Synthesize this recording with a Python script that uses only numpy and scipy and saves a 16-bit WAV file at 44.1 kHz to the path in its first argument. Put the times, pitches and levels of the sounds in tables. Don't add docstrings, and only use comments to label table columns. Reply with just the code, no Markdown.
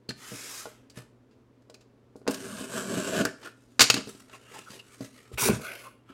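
import sys
import numpy as np
from scipy import signal
from scipy.fft import rfft, irfft
from scipy.io import wavfile
from scipy.ndimage import uniform_filter1d

SR = 44100
rng = np.random.default_rng(int(sys.argv[2]) if len(sys.argv) > 2 else 0)


def unload_audio(sound):
    columns = np.transpose(np.atleast_2d(sound))
    steps = np.round(np.clip(columns, -1, 1) * 32767)
    wavfile.write(sys.argv[1], SR, steps.astype(np.int16))


N = 270333
TIME = np.arange(N) / SR
HZ = np.fft.rfftfreq(8192, 1 / SR)

# (lowest f/Hz, highest f/Hz)
PANEL, RASP, BOARD, HISS = (30, 820), (820, 3600), (100, 3400), (3600, SR)


def tape_cut():
    # (f/Hz, level/dB)
    cut_colour = [(35, -48), (60, -17.5), (222, 0), (323, -12.5), (371, -12.5), (515, -10), (636, -7.5),
                  (785, -24), (1580, -15.5), (1910, -25), (2710, -15.5), (3420, -21.5), (7400, -23.5),
                  (12700, -31), (16000, -47)]
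    # (f/Hz, width/Hz, level/dB)
    cut_peaks = [(240, 97, 1), (391, 43, 14), (624, 280, 6.5), (1117, 160, 8.5), (1510, 170, 5.5),
                 (1646, 140, 9), (3070, 310, -1.5)]
    # (t/s, f/Hz, strength as a factor)
    tape_ring = [(2.33, 8800, 0.92), (2.72, 8550, 2.2), (2.81, 7700, 2.46), (3.22, 7460, 0.51)]
    # (t/s, pressure as a level/dB)
    pressure_curve = [(2.33, -43), (2.352, -43), (2.362, -50), (2.522, -46.5), (2.542, -48.5), (2.64, -43),
                      (2.672, -49.5), (2.778, -36), (2.794, -40), (2.866, -45.5), (2.99, -35), (2.994, -39),
                      (3.132, -34.5), (3.218, -25), (3.222, -36.5)]
    usual_pressure_db = -40

    blade = friction(cut_colour, cut_peaks, grains_per_s=1300, spread_db=2.5, smooth=0.76, judder_db=0.24)
    ring_s, tape_hz, strength = np.transpose(tape_ring)
    ringing = resonate(blade, np.interp(TIME, ring_s, tape_hz), width=1000)
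    blade = blade + np.interp(TIME, ring_s, strength) * ringing
    blade = blade * amp(0.9 * wander(rate=33))

    s, pressure_db = np.transpose(pressure_curve)
    excess_db = np.interp(TIME, s, pressure_db) - usual_pressure_db
    contact = press(s[0] - .035, s[-1], attack_s=0.0042, swell_db_per_s=-0.5, release_db_per_s=380)
    travelled_s = np.clip(TIME, s[0], s[-1]) - s[0]

    def follow(start_db, growth, drift_db_per_s):
        return contact * amp(start_db + growth * excess_db + drift_db_per_s * travelled_s)

    rasp = follow(-41.5, 1.0, -0.45)
    drone = follow(-43.5, 0.62, 11)
    hiss = follow(-44.5, 0.7, -0.63)
    return stroke(travel(blade, patchy_db=2), [rasp, drone, hiss], [RASP, PANEL, HISS])


def box_slide():
    # (f/Hz, level/dB)
    slide_colour = [(100, -16), (300, -2.5), (800, -7), (1050, -2.5), (1350, -2.5), (2000, -0.5),
                    (3500, -1), (6500, 2.5), (9000, -1), (13000, -7), (16000, -17)]
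    start, stop = .15, 0.6
    mat = friction(slide_colour, [(1285, 120, 9), (1590, 110, 3.0)],
                   grains_per_s=9700, spread_db=1.5, smooth=1.8, judder_db=0.8)
    rasp = amp(-49) * press(start, stop, attack_s=.11, swell_db_per_s=2.5, release_db_per_s=106)
    hiss = amp(-49.5) * press(start, stop, attack_s=0.13, swell_db_per_s=16.5, release_db_per_s=174)
    return stroke(travel(mat, patchy_db=2.0), [rasp, hiss], [BOARD, HISS])


def light_rubs():
    # (f/Hz, level/dB)
    rub_colour = [(100, -9), (400, 5.5), (800, -5), (1300, -1), (2000, -2), (2800, -1.5), (3400, -4),
                  (8500, -6), (12000, -13), (16000, -24.5)]
    # (f/Hz, width/Hz, level/dB)
    rub_peaks = [(1050, 88, -2), (1310, 88, 7), (1670, 240, 0.5), (2650, 220, -19.5)]
    # (t/s at the firmest, rasp level/dB, rise time/s, hiss relative to the rasp/dB)
    rub_strokes = [(.979, -46, 0.014, -4), (2.164, -77.5, .003, 14.5), (3.254, -34.5, .002, -16),
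                   (3.462, -45, 0.035, -7.5), (3.98, -42, 0.017, -8), (4.097, -51, 0.024, 2),
                   (4.205, -59, 0.056, 1), (4.347, -49, 0.035, -6), (4.587, -46.5, .08, -6.5),
                   (4.752, -52.5, 0.066, 0), (4.945, -57, .02, -1), (5.045, -50, 0.04, 0),
                   (5.19, -55.5, .015, -7), (5.262, -60, .01, -16.5), (5.337, -54, 0.01, -2.5),
                   (5.545, -44, 0.05, 1.5), (6.104, -52, 0.018, -14)]
    fall_s = .027

    fingers = friction(rub_colour, rub_peaks, grains_per_s=5300, spread_db=2.0, smooth=1, judder_db=2.6)
    hands = amp(-66.5 + 2 * wander(rate=12))
    hands = hands * press(4.4, 5.28, attack_s=.03, swell_db_per_s=-1.0, release_db_per_s=300)
    steady = amp(-73) * press(3.5, 5.6, attack_s=0.088, swell_db_per_s=0, release_db_per_s=301.5)
    rasp_power = hiss_power = hands ** 2 + steady ** 2
    for s, db, rise_s, hiss_db in rub_strokes:
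        fade = np.maximum((s - TIME) / rise_s, (TIME - s) / fall_s)
        power = (amp(db) * np.exp(-fade)) ** 2
        rasp_power = rasp_power + power
        hiss_power = hiss_power + power * amp(hiss_db) ** 2
    gains = np.sqrt([rasp_power, hiss_power])
    return stroke(travel(fingers, patchy_db=2.5), gains, [BOARD, HISS])


def flap_drag():
    # (f/Hz, level/dB)
    drag_colour = [(35, -53), (60, -6), (156, -14), (202, 0.5), (330, -13), (398, -5), (767, -15.5),
                   (1010, -13), (1740, -17.5), (2350, -14.5), (2970, -16.5), (7570, -7.5), (16000, -15.5)]
    # (f/Hz, width/Hz, level/dB)
    drag_peaks = [(203, 54, -10), (1010, 95, 5), (1440, 150, 11), (2510, 220, 10.5), (2640, 150, -5)]
    start, free = 5.374, 5.482
    edge = friction(drag_colour, drag_peaks, grains_per_s=4000, spread_db=1.0, smooth=1, judder_db=1.5)
    rasp = amp(-33) * press(start, free, attack_s=0.0031, swell_db_per_s=6, release_db_per_s=220)
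    drone = amp(-42) * press(start, free, attack_s=0.0088, swell_db_per_s=101, release_db_per_s=175)
    hiss = amp(-26.5) * press(start, free, attack_s=0.034, swell_db_per_s=4, release_db_per_s=750)
    return stroke(travel(edge, patchy_db=2.5), [rasp, drone, hiss], [RASP, PANEL, HISS])


def flap_glide():
    # (f/Hz, level/dB)
    glide_colour = [(200, -9), (550, -0.5), (850, -7.5), (1400, -8.5), (1900, -11.5), (2600, 0),
                    (3800, -8.5), (8500, -9.5), (11000, -6), (16000, -20)]
    # (f/Hz, width/Hz, level/dB)
    glide_peaks = [(590, 45, -4), (1300, 62, 5), (1487, 88, 17), (2166, 110, 9), (2500, 57, 6),
                   (4785, 390, 3)]
    start, stop = 5.585, 5.86
    flap = friction(glide_colour, glide_peaks, grains_per_s=9700, spread_db=6, smooth=2.3, judder_db=2.0)
    rasp = amp(-39) * press(start, stop, attack_s=0.089, swell_db_per_s=-39.5, release_db_per_s=206.5)
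    hiss = amp(-45.5) * press(start, stop, attack_s=0.045, swell_db_per_s=-41.5, release_db_per_s=210)
    return stroke(travel(flap, patchy_db=3.5), [rasp, hiss], [BOARD, HISS])


def cracks():
    # (t/s, relative level/dB, decay/s, treble tilt/dB per octave)
    crack_list = [(0.105, -38, 0.0073, -2.5), (.898, -52.5, 0.012, 3.5), (1.62, -71, .008, 2),
                  (1.31, -71.5, .027, -1.5), (1.808, -59.5, 0.013, 0.5), (2.266, -34.5, 0.03, -12.5),
                  (2.3092, -33, 0.006, 11), (2.343, -32, 0.0045, 7), (2.567, -40, .0044, 0),
                  (3.251, -21.5, 0.0039, 8), (3.428, -48, 0.033, -5), (3.794, -9.5, 0.0058, -1),
                  (3.806, -4.5, 0.0075, -0.1), (3.815, -5.5, 0.0074, 3.5), (3.826, -11.5, .003, 4),
                  (3.839, -19.5, 0.0081, 1), (3.9, -7, 0.0049, 0.7), (3.9409, -17.5, 0.0048, 1.5),
                  (3.965, -31, 0.012, -3), (4.2964, -46, 0.0037, -4.5), (4.794, -50.5, .009, -0.5),
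                  (5.38, -34, 0.0043, -17)]
    out = np.zeros(N)
    for s, db, decay, tilt_db in crack_list:
        add(out, s, snap(db, decay, tilt_db))
        add(out, s, knock(db - 13, centre_hz=290, crunch_s=0.005))
    return out


def blows():
    # (t/s, peak level/dB, centre of the push f/Hz, crunch time/s, relative tick level/dB)
    blow_list = [(0.0904, -28, 240, 0.0074, -33), (.319, -32.5, 268, 0.02, -56),
                 (.656, -27.5, 720, 0.011, -47), (.973, -34.5, 173, 0.007, -45.5),
                 (.977, -40, 516, 0.013, -57), (1.698, -42.5, 580, 0.0092, -51),
                 (1.742, -47, 547, 0.008, -47.5), (2.1567, -34.5, 374, .0052, -67),
                 (2.216, -41.5, 460, 0.0038, -72), (2.256, -46, 520, .0046, -75),
                 (2.2766, -17, 980, 0.0068, -26), (2.282, -12.5, 378, 0.0062, -54),
                 (2.611, -28.5, 270, 0.011, -41), (2.972, -22.5, 250, 0.0075, -60),
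                 (3.218, -17, 370, 0.0097, -39), (3.2524, -16, 495, 0.0053, -42),
                 (3.942, -21.5, 354, 0.0075, -45), (3.974, -26.5, 284, 0.018, -36),
                 (4.073, -31, 352, 0.012, -46.5), (4.149, -41.5, 328, 0.0026, -53),
                 (4.7032, -41.5, 210, .0065, -44), (5.007, -27, 239, 0.0051, -50.5),
                 (5.009, -33, 590, 0.0076, -54), (5.046, -44, 556, .006, -49.5),
                 (5.316, -37.5, 330, 0.019, -62), (5.335, -34, 79, 0.005, -65),
                 (5.424, -29.5, 210, 0.013, -44), (5.488, -11.5, 547, 0.0065, -49),
                 (5.496, -15, 207, 0.012, -52), (5.509, -20, 151, 0.013, -55),
                 (5.597, -33, 580, 0.0062, -59), (6.1, -42.5, 253, 0.011, -70)]
    out = np.zeros(N)
    for s, db, hz, crunch_s, tick_db in blow_list:
        add(out, s, snap(tick_db, decay=0.0065, tilt_db=2))
        add(out, s, knock(db, hz, crunch_s))
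        add(out, s + .014, knock(db - 8, hz * 0.82, crunch_s))
    return out


def crackle():
    # (from t/s, to t/s, cracks per s, typical relative level/dB)
    crackle_spans = [(2.346, 3.202, 26, -43), (4.001, 5.3, 11, -59)]
    out = np.zeros(N)
    for start, stop, per_s, db in crackle_spans:
        for _ in range(round(per_s * (stop - start))):
            s = rng.uniform(start, stop)
            add(out, s, snap(db + rng.uniform(-3, 3), decay=0.0013, tilt_db=-5.5))
    return out


def scuffs():
    # (t/s, level before the swell/dB, length/s, middle pitch f/Hz)
    scuff_list = [(0.086, -37, 0.024, 4240), (0.103, -38.5, 0.011, 1670), (1.742, -60, 0.016, 2440),
                  (3.185, -34, .045, 1480), (3.248, -25, .017, 1390), (3.445, -43, 0.048, 1405),
                  (3.898, -22, 0.013, 2670), (4.321, -54.5, 0.049, 1080), (4.325, -51.5, 0.043, 2670),
                  (4.365, -61.5, 0.35, 2760), (4.532, -49.5, 0.054, 880), (4.657, -49.5, 0.046, 1345),
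                  (4.786, -49, 0.029, 2790), (5.417, -33, 0.024, 1015), (5.59, -52.5, 0.22, 580),
                  (5.605, -45, 0.088, 1270), (5.656, -46, .088, 1480), (5.827, -48, 0.073, 1086)]
    out = np.zeros(N)
    for s, db, length, pitch_hz in scuff_list:
        add(out, s, scuff(db, length, pitch_hz))
    return out


def scuff(db, length, pitch_hz):
    swell = signal.windows.tukey(round(length * SR), .7)
    hz = pitch_hz * (1 + 0.07 * np.linspace(.5, -.5, len(swell)))
    song = resonate(rng.standard_normal(len(swell)), hz, width=120)
    song = resonate(song, hz, width=400)
    return amp(db) * swell * evened(song)


def snap(db, decay, tilt_db):
    # (f/Hz, level/dB)
    crack_colour = [(60, -25.5), (200, -11.5), (450, -5.5), (650, -5), (1200, -8), (2000, -5.5), (2800, -2),
                    (3400, -4.5), (4900, -2), (7500, -6.5), (10500, -17), (14000, -23.5), (16000, -27)]
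    # (f/Hz, width/Hz, level/dB)
    tape_modes = [(1240, 130, 6.5), (1480, 380, 5.5), (2716, 80, 7), (2960, 60, 2.5), (3806, 260, 3),
                  (4240, 110, 3.5), (4520, 74, 4.5), (4864, 220, 5), (6570, 120, 0.5), (7400, 180, 1)]
    t = np.arange(SR // 8) / SR
    burst = rng.standard_normal(len(t)) * np.exp(-t / decay) * (1 - np.exp(-t / 0.00087))
    colour = [(hz, level + tilt_db * np.log2(max(hz, 500) / 4000)) for hz, level in crack_colour]
    return amp(db + 2.0) * signal.fftconvolve(burst, response(colour, tape_modes))


def knock(db, centre_hz, crunch_s):
    # (multiple of its centre frequency, level/dB)
    push_shape = [(.2, -20), (.65, -1.5), (1, 2), (1.5, -5.5), (3, -20.5), (8, -47), (50, -82)]
    # (f/Hz, width/Hz, level/dB)
    box_modes = [(72.2, 22, 6.5), (123, 17, 14), (213.8, 5.1, 10), (269.7, 36, 10), (389, 4.4, 11.5),
                 (453.4, 25, 12.5), (612.6, 15, 11), (805, 82, -1), (1110, 27, 9), (1440, 55, 11.5)]
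    t = np.arange(SR // 12) / SR
    force = 0.051 * rng.standard_normal(len(t)) * np.exp(-t / crunch_s)
    force[0] = 1
    colour = [(centre_hz * multiple, level) for multiple, level in push_shape]
    sound = signal.fftconvolve(force, response(colour, box_modes))
    return amp(db) * sound / abs(sound).max()


def friction(colour, peaks, grains_per_s, spread_db, smooth, judder_db):
    sizes = amp(spread_db * np.minimum(rng.exponential(1, N), 4))
    clicks = sizes * rng.choice([-1, 1], N) * (rng.random(N) < grains_per_s / SR)
    drive = evened(clicks) + smooth * rng.standard_normal(N)
    drive = drive * amp(judder_db * wander(rate=85))
    return signal.oaconvolve(drive, response(colour, peaks))[:N]


def travel(x, patchy_db):
    z = signal.stft(x, nperseg=1024)[2]
    patches = rng.standard_normal(z.shape)
    for _ in range(2):
        patches = uniform_filter1d(patches, size=4, axis=0)
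        patches = uniform_filter1d(patches, size=7, axis=1)
    return signal.istft(z * amp(patchy_db * evened(patches)), nperseg=1024)[1][:N]


def stroke(sound, gains, bands):
    hz = np.fft.rfftfreq(N, 1 / SR) + 1
    spectrum = rfft(sound)
    out = np.zeros(N)
    for gain, (lo, hi) in zip(gains, bands):
        band = 1 / (1 + (lo / hz) ** 8) / (1 + (hz / hi) ** 8)
        out += evened(irfft(spectrum * band, N)) * gain
    return out


def press(start, stop, attack_s, swell_db_per_s, release_db_per_s):
    attack = np.clip((TIME - start) / attack_s, 0, 1)
    held_s = np.clip(TIME, start, stop) - start
    released_s = np.maximum(TIME - stop, 0)
    return attack * amp(swell_db_per_s * held_s - release_db_per_s * released_s)


def room(x, early_db, tail_db):
    # (f/Hz, time/s)
    tail_times = [(100, 0.37), (400, 0.34), (1500, 0.34), (5000, 0.34), (10000, 0.32), (16000, 0.1)]
    t = np.arange(SR * 2 // 3) / SR
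    taps = rng.choice([-1., 1.], len(t)) * (rng.random(len(t)) < .1)
    taps = taps * (1 - np.exp(-t / 0.0084))
    hz, at, z = signal.stft(taps, SR, nperseg=256)
    fade = amp(-60 * at / read(tail_times, hz)[:, None])
    tail = signal.istft(z * fade, SR, nperseg=256)[1]
    echo = amp(tail_db) * tail / np.linalg.norm(tail)
    for k, s in enumerate([.0047, .0071, .0103, .0139]):
        echo[round(s * SR)] += amp(early_db) * (-1) ** k
    return signal.fftconvolve(x, echo)[:N]


def background():
    # (f/Hz, level/dB)
    air_colour = [(20, -31.5), (50, -15.5), (90, -16.5), (125, -12), (165, -22.5), (262, -5.5),
                  (310, -15.5), (400, -12), (574, -20), (800, -28), (1000, -27.5), (2200, -36.5),
                  (6000, -46), (16000, -58.5)]
    # (f/Hz, level/dB)
    hum_tones = [(119.7, -65.5)]
    air = evened(signal.oaconvolve(rng.standard_normal(N), response(air_colour))[:N])
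    air = air * amp(.6 * wander(rate=4.6))
    hum = sum(amp(db) * np.sqrt(2) * np.sin(2 * np.pi * hz * TIME) for hz, db in hum_tones)
    return amp(-61) * air + hum


def amp(db):
    return 10 ** (np.asarray(db) / 20)


def evened(x):
    return x / np.sqrt(np.mean(x ** 2) + 1e-20)


def read(points, hz):
    f, value = np.transpose(points)
    return np.interp(np.log(hz + 1), np.log(f + 1), value)


def add(mix, s, sound):
    part = mix[round(s * SR):][:len(sound)]
    part += sound[:len(part)]


def wander(rate):
    spectrum = rfft(rng.standard_normal(N))
    return evened(irfft(spectrum * (np.fft.rfftfreq(N, 1 / SR) < rate), N))


def response(colour, peaks=()):
    power = 1 + sum(amp(db) ** 2 / (1 + (2 * (HZ - hz) / width) ** 2) for hz, width, db in peaks)
    log_gain = np.log(amp(read(colour, HZ)) * np.sqrt(power))
    circle = np.concatenate([log_gain, log_gain[-2:0:-1]])
    taps = np.fft.ifft(np.exp(np.conj(signal.hilbert(circle)))).real[:len(HZ)]
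    return taps / np.linalg.norm(taps)


def resonate(x, hz, width):
    turn = np.exp(2j * np.pi * np.cumsum(hz) / SR)
    r = np.exp(-np.pi * width / SR)
    return 2 * (turn * signal.lfilter([1 - r], [1, -r], x / turn)).real


def scene():
    rubbing = tape_cut() + box_slide() + light_rubs() + flap_drag() + flap_glide()
    box = rubbing + cracks() + blows() + crackle() + scuffs()
    return (box + room(box, early_db=-23.5, tail_db=-14.5) + background())[None]


def record(dry):
    ceiling = .66
    driven = ceiling * np.tanh(dry / ceiling)
    lowpass = signal.firwin(511, 16100, window=("kaiser", 9), fs=SR)
    return signal.oaconvolve(driven, lowpass[None], "same")


dry = scene()
out = record(dry)
unload_audio(out)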